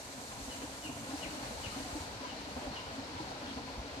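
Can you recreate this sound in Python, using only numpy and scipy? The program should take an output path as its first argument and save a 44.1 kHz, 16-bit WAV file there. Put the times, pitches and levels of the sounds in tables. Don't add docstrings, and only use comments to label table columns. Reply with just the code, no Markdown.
import sys
import numpy as np
from scipy import signal
from scipy.fft import rfft, irfft
from scipy.io import wavfile

SR = 44100
rng = np.random.default_rng(int(sys.argv[2]) if len(sys.argv) > 2 else 0)


def unload_audio(sound):
    columns = np.transpose(np.atleast_2d(sound))
    steps = np.round(np.clip(columns, -1, 1) * 32767)
    wavfile.write(sys.argv[1], SR, steps.astype(np.int16))


N = 176400
T = np.arange(N) / SR
HZ = np.maximum(np.arange(N // 2 + 1) * SR / N, 1)


def from_db(db):
    return 10 ** (np.asarray(db) / 20)


def rms_one(x):
    return x / np.sqrt(np.mean(x ** 2) + 1e-20)


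def level(rows):
    return from_db(np.interp(T, *np.transpose(rows)))


def over_hz(rows):
    hz, *columns = np.transpose(rows)
    return np.array([np.interp(np.log(HZ), np.log(hz), c) for c in columns])


def resonance(hz, width_hz):
    return 1 / (1 + 1j * (HZ ** 2 - hz ** 2) / (HZ * width_hz))


def drift(rate_hz):
    return rms_one(irfft(rfft(rng.standard_normal(N)) / (1 + (HZ / rate_hz) ** 2), N))


def left_leads(x):
    # f/Hz, phase/rad
    lag = [(60, 0), (150, 0), (290, .5), (620, 0.64), (900, 0.86), (1600, 2.5), (2900, 5.5)]
    return irfft(rfft(x) * np.exp(-1j * over_hz(lag) * np.array([[0], [1]])), N)


def noise(colour):
    # f/Hz, likeness/0-1
    likeness = [(50, 0.9), (150, 0.96), (280, 0.99), (450, 0.93), (700, 0.58), (900, 0.16), (1500, 0.51),
                (2300, 0), (5000, 0.04)]
    mid, side = rfft(rng.standard_normal((2, N)))
    alike = np.clip(over_hz(likeness), 0, 1)
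    ears = np.sqrt(1 + alike) * mid + np.sqrt(1 - alike) * side * [[1], [-1]]
    return rms_one(left_leads(irfft(ears * colour, N)))


def pan(db):
    return from_db(np.array([[db], [-db]]) / 2)


def swell(start_s, rise_s):
    age = np.maximum(T - start_s, 0) / rise_s
    return (age * np.exp(1 - np.minimum(age, 100))) ** 2


def wind(wash_db=1.23, clatter_db=-6.5, rumble_db=-53.5, wash_flicker_db=1.0, rumble_flicker_db=1.5):
    # t/s, level/dB
    strength = [(0.0, -50.5), (0.08, -52.5), (0.61, -49.5), (0.75, -50.5), (1.27, -47.5), (2.56, -48.5),
                (2.71, -48), (4.0, -48.5)]
    # f/Hz, level/dB
    wash_colour = [(30, -46), (150, -17.5), (300, -3.5), (400, -2.5), (570, 0.5), (850, 0), (1020, -0.5),
                   (1150, -6), (1500, -4), (2000, -8.5), (2800, -9.5), (3400, -11.5), (6000, -36.5)]
    rumble_colour = [(20, -52), (33, -33), (44, -2), (75, 0), (100, -4.5), (130, -2.5), (160, -8),
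                     (210, -6), (400, -21.5), (900, -41)]
    flow = level(strength)
    wash = from_db(wash_db + wash_flicker_db * drift(14)) * noise(from_db(over_hz(wash_colour)))
    rumble_gain = rms_one(flow) * from_db(rumble_db + rumble_flicker_db * drift(8.6))
    rumble = rumble_gain * noise(from_db(over_hz(rumble_colour)))
    return flow * (wash * pan(0.44) + from_db(clatter_db) * clatter()) + rumble * pan(2.5)


def clatter(knocks_per_s=45, pitches=20, low_hz=471.5, high_hz=1052, spread_db=1):
    spectrum = 0
    for hz in np.geomspace(low_hz, high_hz, pitches):
        hits = rng.random(N) < knocks_per_s / pitches / SR
        knocks = hits * from_db(spread_db * rng.uniform(-1, 1, N))
        spectrum += rfft(knocks) * resonance(hz, width_hz=23) * pan(rng.uniform(-7, 5.6))
    return rms_one(left_leads(irfft(spectrum, N)))


def hiss(flicker_db=0.68):
    # f/Hz, left level/dB, right level/dB
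    leaf_colour = [(1200, -5, -12.5), (2400, -5.5, -8.5), (3250, -7.5, -37), (3900, -0.5, -8),
                   (4410, 2.5, -10), (5250, -8, -5.5), (5380, -9.5, -4.5), (7750, -19, -11.5),
                   (10130, -26, -19.5), (14000, -57, -30.5)]
    fine_colour = [(3500, -12.5, -48), (5670, -11, 0.5), (6040, -3.5, 1), (7460, -4, 3), (9000, -6.5, -2.5),
                   (11000, -10, -8.5), (14200, -15, -15.5)]
    # t/s, level/dB
    leaf_level = [(0, -51), (.35, -52), (.72, -50.5), (.99, -54), (1.15, -48), (1.35, -49), (1.76, -47.5),
                  (2, -49.5), (2.3, -49), (2.62, -51), (2.74, -49.5), (3.18, -50), (3.35, -50), (3.68, -50),
                  (3.8, -51), (4, -50.5)]
    fine_level = [(0, -52), (1.2, -52), (2.02, -52.3), (2.12, -60), (2.2, -66), (2.4, -79), (2.47, -60),
                  (2.62, -58.5), (2.74, -69), (2.85, -80), (2.96, -59), (3.1, -89), (3.22, -65),
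                  (3.36, -72), (3.48, -68), (3.6, -76), (4, -78)]
    leaves = level(leaf_level) * noise(from_db(over_hz(leaf_colour)))
    fine = level(fine_level) * noise(from_db(over_hz(fine_colour)))
    return (leaves + fine) * from_db(flicker_db * drift(12))


def shuffling(gain_db=1.5, flicker_db=0.5):
    # f/Hz, half width/Hz, level/dB
    hollow = [(233, 22, -7.5), (269.2, 4.8, 0.5), (281, 18.7, -5), (320, 7, -12.5)]
    # t/s, level/dB
    rubbing = [(0, -63.5), (.4, -56.5), (.8, -56), (1.0, -52.5), (1.4, -49.5), (1.63, -57.5), (1.85, -50),
               (2.12, -62.5), (2.27, -52), (2.7, -54), (2.88, -57), (3.08, -52), (3.32, -57), (3.48, -49.5),
               (4, -59)]
    body = sum(from_db(db) * np.abs(resonance(hz, 2 * half)) ** 2 for hz, half, db in hollow)
    return level(rubbing) * from_db(gain_db + flicker_db * drift(30)) * noise(body)


def bumps(ring_wobble=0.0455, thud_wobble=0.131, overtone_ratio=1.9, overtone_db=-11):
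    # t/s, ring f/Hz, ring level/dB, thud f/Hz, thud level/dB, scuff level/dB
    hits = [(0.173, 260, -43, 150, -52, -65), (.415, 268, -60, 46, -44, -64),
            (.468, 257, -39.5, 55.2, -50, -45.5), (0.629, 290, -37, 110, -66, -62),
            (0.846, 301.4, -38.5, 109, -58, -55), (0.885, 268, -38, 130, -57, -48.5),
            (.955, 246.6, -44.5, 113.7, -47.5, -62), (1.019, 265, -46, 131, -53, -51),
            (1.128, 290, -36, 80.7, -48, -51), (1.250, 292, -44, 55, -47, -61),
            (1.325, 266.7, -38.5, 71, -60, -57), (1.42, 265, -43, 130, -50, -55),
            (1.500, 264, -56, 60, -51, -45), (1.660, 250, -65, 80.7, -40.3, -66),
            (1.759, 272.7, -39, 120.3, -50, -49), (1.795, 270.3, -38.5, 70.5, -61, -49),
            (1.925, 259, -51, 72, -40, -41.5), (1.950, 293, -33, 70.3, -50, -56),
            (1.998, 267, -56, 72, -41, -45.5), (2.066, 266, -57, 105, -44.5, -48),
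            (2.155, 265, -64, 115, -44.5, -60), (2.204, 262.3, -40.5, 69, -62, -62),
            (2.468, 266, -48, 80, -54, -53), (2.558, 262, -38.5, 85, -45.5, -42),
            (2.662, 255, -38, 72, -41, -43.5), (2.694, 245.6, -47.5, 140, -44, -55),
            (2.868, 268, -59, 131, -47, -49), (2.978, 268, -39.5, 74.6, -49, -47),
            (3.028, 265, -44, 70, -60, -46), (3.095, 289, -42, 69.5, -58, -61),
            (3.145, 263, -49, 100, -43, -60), (3.196, 303.7, -37.5, 139.4, -45, -49),
            (3.302, 270, -56, 79.6, -52, -42.5), (3.422, 270, -38, 68.6, -56, -64),
            (3.560, 273.6, -37.5, 74.7, -44.5, -54), (3.594, 290, -42, 130, -56, -54),
            (3.775, 261, -43, 58, -37, -49), (3.858, 272, -45, 80, -60, -64),
            (3.967, 268, -41, 129.8, -50.5, -48)]
    # f/Hz, level/dB
    scuff_colour = [(250, -21), (480, 4), (900, 6.5), (1400, -17), (4000, -29), (9000, -65)]
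    scuff = noise(from_db(over_hz(scuff_colour)))
    ring_clock = np.cumsum(1 + ring_wobble * drift(56.9)) / SR
    thud_clock = np.cumsum(1 + thud_wobble * drift(40.7)) / SR
    tones, scuffs = 0, 0
    for start, ring_hz, ring_db, thud_hz, thud_db, scuff_db in hits:
        push = swell(start, rise_s=0.012)
        tones += push * from_db(ring_db) * np.sin(2 * np.pi * ring_hz * ring_clock)
        phase = 2 * np.pi * thud_hz * thud_clock
        thud = np.sin(phase) + from_db(overtone_db) * np.sin(overtone_ratio * phase)
        tones += swell(start, rise_s=0.014) * from_db(thud_db) * thud
        scuffs += push * from_db(scuff_db) * scuff
    return left_leads(tones) + scuffs


def bird(rise_s=0.011, fade_s=0.017, bend_s=0.0032, sag_octaves_per_s=1.6, rasp_hz=240):
    # middle t/s, f/Hz, extra drop/(octaves per s), level/dB, pan/dB, rasp/rad
    chirps = [(.514, 2997, 2, -49.5, -1, 0.33), (0.854, 2897, 8, -45, 3, .45),
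              (1.236, 2887, 17, -43, 3.5, .65), (1.650, 2957, 12, -43.5, 5, 0.58),
              (2.295, 2973, 1.55, -49.5, 2, 0.77), (2.770, 2970, 4.5, -45.5, 1, 0.88)]
    roughness = drift(rasp_hz)
    calls = np.zeros((2, N))
    for middle, hz, drop, db, pan_db, rasp in chirps:
        near = np.abs(T - middle) < 0.15
        age = T[near] - middle
        drop_time = bend_s * np.logaddexp(0, age / bend_s)
        octaves_down = sag_octaves_per_s * age + drop * drop_time
        phase = 2 * np.pi * np.cumsum(hz * 2 ** -octaves_down) / SR
        loudness = from_db(db) * 2 / (np.exp(-age / rise_s) + np.exp(age / fade_s))
        calls[:, near] += pan(pan_db) * loudness * np.sin(phase + rasp * roughness[near])
    walls = from_db(-0.5) * echoes(calls, decay_s=0.18, width_hz=2500)
    yard = from_db(1.5) * echoes(calls, decay_s=1, width_hz=450)
    return left_leads(calls) + walls + yard


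def echoes(x, decay_s, width_hz, centre_hz=2980):
    tail = rfft(rng.standard_normal((2, N)) * from_db(-60 * T / decay_s))
    return irfft(rfft(x) * tail / np.std(tail) * resonance(centre_hz, width_hz), N)


def rustles():
    # middle t/s, f/Hz, half length/s, level/dB, width/share of the pitch
    swishes = [(1.443, 1720, .012, -54, .1), (1.737, 1240, 0.022, -47.5, 0.13),
               (2.246, 1010, 0.02, -45.5, 0.082), (2.45, 4230, 0.018, -51, 0.28),
               (2.644, 585, 0.049, -47, 0.092), (2.735, 4320, .03, -53, .15),
               (3.187, 974, 0.021, -44, 0.034), (3.497, 3320, 0.053, -51.5, .4),
               (3.598, 470, 0.027, -48, 0.13), (3.698, 1007, .022, -51, 0.044)]
    sound = 0
    for middle, hz, half_length, db, width in swishes:
        loudness = from_db(db) * np.exp(-((T - middle) / half_length) ** 2)
        sound += loudness * noise(resonance(hz, width * hz) ** 2)
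    return sound


def scene():
    return wind() + hiss() + shuffling() + bumps() + bird() + rustles()


def record(dry, low_cut_hz=30, high_cut_hz=14100):
    thinned = irfft(rfft(dry) / np.sqrt(1 + (low_cut_hz / HZ) ** 10), N)
    treble_cut = signal.ellip(12, 0.1, 80, high_cut_hz, fs=SR, output="sos")
    return signal.sosfilt(treble_cut, thinned)


dry = scene()
out = record(dry)
unload_audio(out)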